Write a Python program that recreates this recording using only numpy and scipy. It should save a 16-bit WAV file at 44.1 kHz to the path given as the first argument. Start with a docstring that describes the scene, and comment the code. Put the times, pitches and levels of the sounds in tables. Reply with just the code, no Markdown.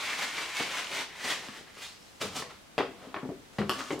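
"""A hand rubs in and out of a fabric trainer over a desk, its paper stuffing crinkling for the first second.
Two light snaps follow, and the hollow of the shoe rises in pitch as the hand slides out to grip the collar.
From about two seconds the hand knocks on a cardboard box and the shoes thump on the desk, until a heel lands
with a boom. Last, a card tag snaps and crinkles between the fingers. The desk and the bare walls of the small
room echo the handling, over a faint, steady hiss."""
import sys
import numpy as np
from scipy import signal
from scipy.fft import rfft, irfft, next_fast_len
from scipy.io import wavfile
from scipy.ndimage import map_coordinates

SR = 44100
rng = np.random.default_rng(int(sys.argv[2]) if len(sys.argv) > 2 else 0)


def wrap_up_sound(samples):
    """Save the sound to the file named by the first command line argument, as 16-bit audio."""
    columns = np.atleast_2d(samples).T
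    # keep every value between -1 and 1, then stretch to whole-number steps
    tamed = np.clip(columns, -1, 1)
    steps = np.round(tamed * 32767).astype(np.int16)
    wavfile.write(sys.argv[1], SR, steps)


N = 176400
HIT_S, LEVEL_S = 0.5, 0.02  # length of a hit or a room tail; time that a hit's level refers to
PAN_DB = 0.5  # the hands work a little to the left


def rubbing():
    """Strokes of skin on fabric: each swells and fades, its level trembling with the friction."""
    # Each row: peak time, rise and fall in seconds, then level, treble lift and bass lift in dB.
    strokes = [(0.01, 0.19, 0.17, -35, -1, 0.5), (0.10, 0.059, 0.028, -32, -5, -9),
               (0.208, 0.086, 0.1, -32.5, 0.5, 2.5), (0.385, 0.067, 0.095, -33, -2, 3),
               (0.60, 0.1, 0.073, -34, 1.5, -8), (0.602, 0.007, 0.018, -30.5, -19, 9.5),
               (0.68, 0.19, 0.053, -39.5, -3, 5), (0.784, 0.12, 0.051, -32.5, -1.5, 0.5),
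               (0.985, 0.098, 0.036, -32.5, 1, 7), (1.15, 0.16, 0.13, -47, -11, 2),
               (1.285, 0.076, 0.073, -34, 2.5, 7.5), (1.305, 0.02, 0.024, -27, 0.5, 4),
               (1.45, 0.036, 0.022, -42, 0, 10), (1.57, 0.13, 0.039, -44.5, 1.5, 5.5),
               (1.69, 0.04, 0.1, -54, -6, -1), (1.83, 0.046, 0.063, -42.5, 5, -1),
               (2.069, 0.12, 0.22, -69, 14.5, -7), (2.218, 0.0092, 0.042, -34.5, 3.5, 10),
               (2.37, 0.024, 0.027, -33, 6.5, 10), (2.509, 0.019, 0.038, -47, -4, 5),
               (3.05, 0.11, 0.081, -55.5, -6, 19.5), (3.55, 0.037, 0.15, -62, 8, 18),
               (3.726, 0.029, 0.025, -42, 4.5, -9), (3.79, 0.022, 0.03, -37.5, 2, 9),
               (3.931, 0.088, 0.015, -42.5, 3.5, -1)]
    shape, rough_db = 1.14, 1.9  # a shape of 1 is pointed, 2 is rounded
    out, n = np.zeros((2, N + SR)), SR // 2
    t = (np.arange(n) - n // 2) / SR
    for peak_s, rise, fall, db, treble_db, bass_db in strokes:
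        swell = np.exp(-np.abs(t / np.where(t < 0, rise, fall)) ** shape)
        bass, middle, treble = weave(n)
        friction = amp(bass_db) * bass + middle + amp(treble_db) * treble
        rub = swell * amp(db + rough_db * wobble(71.7, n)) * friction
        add(out, peak_s, room(rub, wet_db=-1.5))
    return hollow(out[:, n // 2:][:, :N])  # shifted so that each stroke peaks on its time


def weave(n):
    """Sliding skin hisses while single threads catch and slip; returns bass, middle and treble."""
    # Each row: frequency in Hz, relative spectrum level of the fabric in dB.
    fabric = [(53, -53), (90, -51), (133, -18), (282, -13.5), (639, -6.5), (1220, -1.5), (1650, -2.5),
              (3100, -3.5), (7780, -14.5), (15500, -30.5)]
    snags_per_s, spread_db, snag_db = 1500, 2, -5
    bass_hz, treble_hz = 650, 4170
    snags = (rng.random(n) < snags_per_s / SR) * rng.choice([-1, 1], n)
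    sizes = amp(spread_db * np.minimum(rng.exponential(size=n), 4))
    friction = rng.standard_normal(n) + amp(snag_db) * unit(snags * sizes)
    hiss = unit(filtered(friction, lambda hz: amp(along(fabric, hz))))
    bass = filtered(hiss, lambda hz: lowpass(hz, bass_hz))
    treble = filtered(hiss, lambda hz: 1 - lowpass(hz, treble_hz))
    return bass, hiss - bass - treble, treble


def hollow(rub):
    """The shoe's cavity colours the rub: rising as the hand slides out, low once it grips the collar."""
    # Each row: time in seconds, resonance in Hz.
    glide = [(0.8, 2190), (1.7, 1820), (1.81, 2380), (1.835, 3450), (2.04, 5200), (2.21, 1220)]
    boost_db, q = 5.5, 5.8
    hz, t, spectrum = signal.stft(rub, SR, nperseg=512)
    ratio = (hz[:, None] + 1) / np.interp(t, *np.transpose(glide))
    peak = 1 / (1 + (q * (ratio - 1 / ratio)) ** 2)
    return signal.istft(spectrum * amp(boost_db * peak), SR)[1][:, :N]


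def knocks():
    """Hard knocks of the hand make the cardboard box rattle and ring."""
    # Each row: start in seconds, level in dB, low-pass corner in Hz, rattle t60 in seconds.
    hits = [(2.423, -37, 1910, 0.032), (2.780, -25, 5740, 0.032), (2.787, -28.5, 4170, 0.042),
            (2.799, -27.5, 1320, 0.069), (2.807, -28.5, 1990, 0.055), (3.143, -33, 2830, 0.036),
            (3.163, -33.5, 1760, 0.06), (3.585, -31, 6000, 0.099), (3.616, -35, 2020, 0.07),
            (3.906, -32, 3340, 0.047), (3.980, -41, 1000, 0.05)]
    # Each row: frequency in Hz, relative level of the crack in dB.
    colour = [(60, -17), (180, -9.5), (400, 2), (750, -0.5), (1400, -2), (1850, -2.5), (2400, -4.5),
              (4200, -12), (7000, -21), (15000, -26)]
    # Each row: a mode of the box in Hz, relative level in dB, t60 in seconds.
    box = [(404, 3.5, 0.084), (488, -2, 0.23), (604, -3, 0.22), (682, -6.5, 0.32), (857, -7, 0.13),
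           (1100, 2.5, 0.12), (1800, -17, 0.088)]
    return strikes(hits, colour, box, ring_db=-7, rattle_db=8.5, wet_db=-1)


def thumps():
    """Soft contacts of sole and hand: a scuff and a short hollow tone around one low resonance."""
    # Each row: start in seconds, level in dB, resonance in Hz, t60 in seconds.
    hits = [(0.607, -42.5, 257, 0.016), (1.488, -46.5, 224, 0.08), (1.610, -51.5, 403, 0.01),
            (2.207, -47, 164, 0.14), (2.244, -45.5, 85, 0.78), (2.229, -37, 434, 0.13),
            (2.243, -38.5, 202, 0.28), (2.248, -41, 446, 0.06), (2.345, -53, 145, 0.55),
            (2.372, -45, 252, 0.067), (2.401, -49, 431, 0.044), (3.072, -43.5, 264, 0.18),
            (3.231, -33.5, 260, 0.22), (3.253, -39.5, 383, 0.097), (3.291, -34, 279, 0.11),
            (3.296, -44, 650, .05), (3.318, -38.5, 403, 0.088), (3.588, -29, 373.5, 0.14),
            (3.631, -36, 404, 0.14), (3.697, -32.5, 374, 0.15), (3.774, -40.5, 272, 0.55),
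            (3.905, -31.5, 389, 0.24), (3.912, -32.5, 292, 0.3), (3.930, -33.5, 404, 0.25)]
    skirt_db, top_hz, ring_db = -19, 910, -1.5
    out = np.zeros((2, N))
    for start, db, centre_hz, t60 in hits:
        def body(hz):
            return (resonance(hz, centre_hz, q=3.5) + amp(skirt_db)) / np.hypot(1, (hz / top_hz) ** 3)
        scuff = contact(t60, rattle_db=3, gain=body)
        tone = amp(ring_db) * ring([(centre_hz, 0, t60)], attack_s=0.0012)
        add(out, start, room(amp(db) * blow(scuff + tone), wet_db=-4.5))
    return out


def landings():
    """The cushioned heel sets the desk top booming, close and dry."""
    # Each row: start in seconds, level in dB.
    hits = [(3.587, -25), (3.632, -33)]
    # Each row: a mode of the desk in Hz, relative level in dB, t60 in seconds.
    desk = [(83, -16, .4), (130, -5, .14), (152, -2, .16), (178, 1, .09), (208, 3, .33), (248, -8, .2),
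            (390, -6, .15)]
    out = np.zeros(N)
    for start, db in hits:
        add(out, start, amp(db) * ring(desk, attack_s=0.0044))
    return out * amp([[PAN_DB], [-PAN_DB]])


def snaps():
    """The card tag and lace tips snap: a sharp click with a brief ring."""
    # Each row: start in seconds, level in dB, low-pass corner in Hz, rattle t60 in seconds.
    hits = [(1.486, -42, 4500, 0.0022), (1.771, -48.5, 6000, 0.0018), (3.695, -25, 15100, 0.0083),
            (3.711, -33, 3800, 0.039), (3.807, -34.5, 2040, 0.0016)]
    # Each row: frequency in Hz, relative level of the click in dB.
    colour = [(100, -16), (400, 1.5), (850, -4), (1250, 4.5), (1700, 4), (2150, -12), (2800, 4.5),
              (4300, -5.5), (6500, -13), (12000, -15.5), (16000, -38)]
    # Each row: a mode of the tag in Hz, relative level in dB, t60 in seconds.
    tag = [(1140, 0, .12), (1255, -1, .11), (1370, -5, .07), (1480, -8, .13), (1744, -12, .14)]
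    return strikes(hits, colour, tag, ring_db=-2, rattle_db=3, wet_db=0.5)


def crinkles(per_spell=22):
    """Small creases tick in the paper stuffing, later in the tag, each with its own pitch and size."""
    # Each row: start and end of a spell in seconds, typical level in dB, typical pitch in Hz.
    spells = [(0.06, 1.02, -42, 2680), (3.72, 4.8, -54.5, 6900)]
    out = np.zeros((2, N))
    for start, end, db, mid_hz in spells:
        for s in np.linspace(start, end, per_spell):
            late, size, pitch = rng.uniform(-1, 1, 3)
            centre_hz = mid_hz * np.exp(0.5 * pitch)
            colour = lambda hz: resonance(hz, centre_hz, q=3.5) * lowpass(hz, corner_hz=10700)
            crease = amp(db + 4.2 * size) * contact(t60=0.0093, rattle_db=2.5, gain=colour)
            add(out, abs(s + 0.03 * late), room(crease, wet_db=-0.5))
    return out


def strikes(hits, colour, modes, ring_db, rattle_db, wet_db):
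    """Hard contacts: a crack and the object's ring, both duller the softer the touch."""
    out = np.zeros((2, N))
    for start, db, corner_hz, t60 in hits:
        crack = contact(t60, rattle_db, lambda hz: amp(along(colour, hz)))
        softness = lambda hz: 1 / (1 + 1j * np.sqrt(2) * hz / corner_hz - (hz / corner_hz) ** 2)
        hit = blow(filtered(crack + amp(ring_db) * ring(modes), softness))
        add(out, start, room(amp(db) * hit, wet_db))
    return out


def contact(t60, rattle_db, gain):
    """A push and a dying rattle, coloured by the thing that is struck."""
    t = np.arange(int(HIT_S * SR)) / SR
    push = blow(1. * (t == 0))
    rattle = blow(rng.standard_normal(len(t)) * amp(-60 * t / t60))
    return blow(filtered(push + amp(rattle_db) * rattle, lambda hz: causal(gain(hz))))


def ring(modes, attack_s=0.00014):
    """Damped modes, their balance a little different at each blow."""
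    t = np.arange(int(HIT_S * SR)) / SR
    tones = sum(amp(db + rng.normal(0, 1) - 60 * t / t60) * np.sin(2 * np.pi * hz * t)
                for hz, db, t60 in modes)
    return blow(tones * (1 - np.exp(-t / attack_s)))


def room(x, wet_db, build_s=0.0014):
    """Direct sound, early echoes off desk and walls and a diffuse tail, drawn anew for each sound."""
    # Each row: frequency in Hz, t60 of the tail in seconds.
    decay = [(100, 0.79), (400, 0.3), (1500, 0.36), (5000, 0.38), (14000, 0.16)]
    # Each row: frequency in Hz, level of the reflections in dB, added to wet_db.
    colour = [(100, -7.5), (400, -2.5), (1500, -5), (5000, -0.5), (14000, 2.5)]
    # Each row: frequency in Hz, left-right likeness of the reflections (1 is mono).
    alike = [(100, 0.84), (400, 0.93), (1200, .7), (2500, 0.5), (5000, 0.42), (12000, -0.19)]
    # Each row: delay of an early echo in seconds, its level against the tail in dB.
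    walls = [(.007, -8), (.016, -12.5), (0.023, -11)]
    n = int(HIT_S * SR)
    hz, t, noise = signal.stft(rng.standard_normal((2, n)), SR, nperseg=256)
    t60 = along(decay, hz)[:, None]
    envelope = amp(-60 * t / t60) * (1 - np.exp(-t / build_s))
    tail = signal.istft(noise * envelope, SR)[1][:, :n]
    tail /= np.linalg.norm(tail[0])
    for delay, db in walls:
        for side in tail:
            add(side, abs(delay + rng.normal(0, 0.0004)), amp([db]))
    answer = filtered(stereo(tail, alike), lambda f: amp(wet_db + along(colour, f)))
    answer[:, 0] += 1  # the direct sound
    answer /= np.sqrt(np.sum(answer ** 2) / 2)
    return signal.fftconvolve(x[None], answer, axes=1) * amp([[PAN_DB], [-PAN_DB]])


def room_hiss(level_db=-54.5):
    """The steady air of the room and the microphone's hiss, faint and wide."""
    # Each row: frequency in Hz, relative spectrum level in dB.
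    colour = [(15, -46), (25, -1.5), (227, 1), (741, -3.5), (1530, -6), (3530, -9), (9050, -16.5),
              (15500, -25.5)]
    # Each row: frequency in Hz, left-right likeness (1 is mono).
    alike = [(40, 0.24), (250, 0.093), (1500, 0.057), (6000, 0.025)]
    air = filtered(rng.standard_normal((2, N)), lambda hz: amp(along(colour, hz)))
    return amp(level_db) * unit(stereo(air, alike))


def amp(db):
    """Decibels to gain."""
    return 10 ** (np.asarray(db) / 20)


def unit(x):
    """Scale to rms 1."""
    return x / np.sqrt(np.mean(x ** 2) + 1e-20)


def blow(x):
    """Scale a hit to the energy of LEVEL_S seconds at rms 1."""
    return x * np.sqrt(LEVEL_S * SR / np.sum(x ** 2))


def along(points, hz):
    """Read a curve of (Hz, value) points on a log frequency axis."""
    freqs, values = np.transpose(points)
    return np.interp(np.log(hz + 1), np.log(freqs + 1), values)


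def resonance(hz, centre_hz, q):
    """Gain of one resonant band, 1 at its centre."""
    return 1 / np.hypot(1, q * (hz / centre_hz - centre_hz / (hz + 1)))


def lowpass(hz, corner_hz):
    """Gain that falls 24 dB an octave above the corner."""
    return 1 / (1 + (hz / corner_hz) ** 4)


def filtered(x, response):
    """Shape x by a response given as a function of Hz."""
    n = x.shape[-1]
    padded = next_fast_len(n + 8192)
    return irfft(rfft(x, padded) * response(np.fft.rfftfreq(padded, 1 / SR)), padded)[..., :n]


def causal(gain):
    """The minimum-phase response with this gain: nothing rings ahead of the hit."""
    cepstrum = irfft(np.log(np.maximum(gain, 1e-6)))
    half = len(cepstrum) // 2
    return np.exp(rfft(np.r_[cepstrum[0], 2 * cepstrum[1:half], np.zeros(half)]))


def wobble(rate, n):
    """A smooth random curve of n samples, rate knots a second."""
    return map_coordinates(rng.standard_normal(400), [np.arange(n) * rate / SR], mode="wrap")


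def stereo(pair, alike):
    """Mix two unrelated signals into left and right of the given likeness."""
    turn = lambda hz: np.arccos(np.clip(along(alike, hz), -1, 1)) / 2
    mid, side = filtered(pair, lambda hz: np.array([np.cos(turn(hz)), np.sin(turn(hz))]))
    return np.array([mid + side, mid - side])


def add(track, start_s, x):
    """Mix x into the track, dropping what runs past its end."""
    part = track[..., round(start_s * SR):][..., :x.shape[-1]]
    part += x[..., :part.shape[-1]]


def scene():
    """All the handling, thinned in the deep bass by the microphone, over the quiet room."""
    handling = knocks() + snaps() + rubbing() + crinkles() + thumps() + landings()
    low_hz = 85
    low_cut = lambda hz: (1j * hz / low_hz) ** 2 / (1 + 1j * hz / low_hz - (hz / low_hz) ** 2)
    return filtered(handling, low_cut) + room_hiss()


def record(dry):
    """The bass leans left, the treble right, and the very top is cut away."""
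    # Each row: frequency in Hz, dB added on the left and taken off the right.
    tilt = [(100, 1), (400, 0.9), (2000, 0), (8000, -0.6)]
    top_hz = 15850
    return filtered(dry, lambda hz: (hz < top_hz) * amp(np.outer([1, -1], along(tilt, hz))))


dry = scene()
out = record(dry)
wrap_up_sound(out)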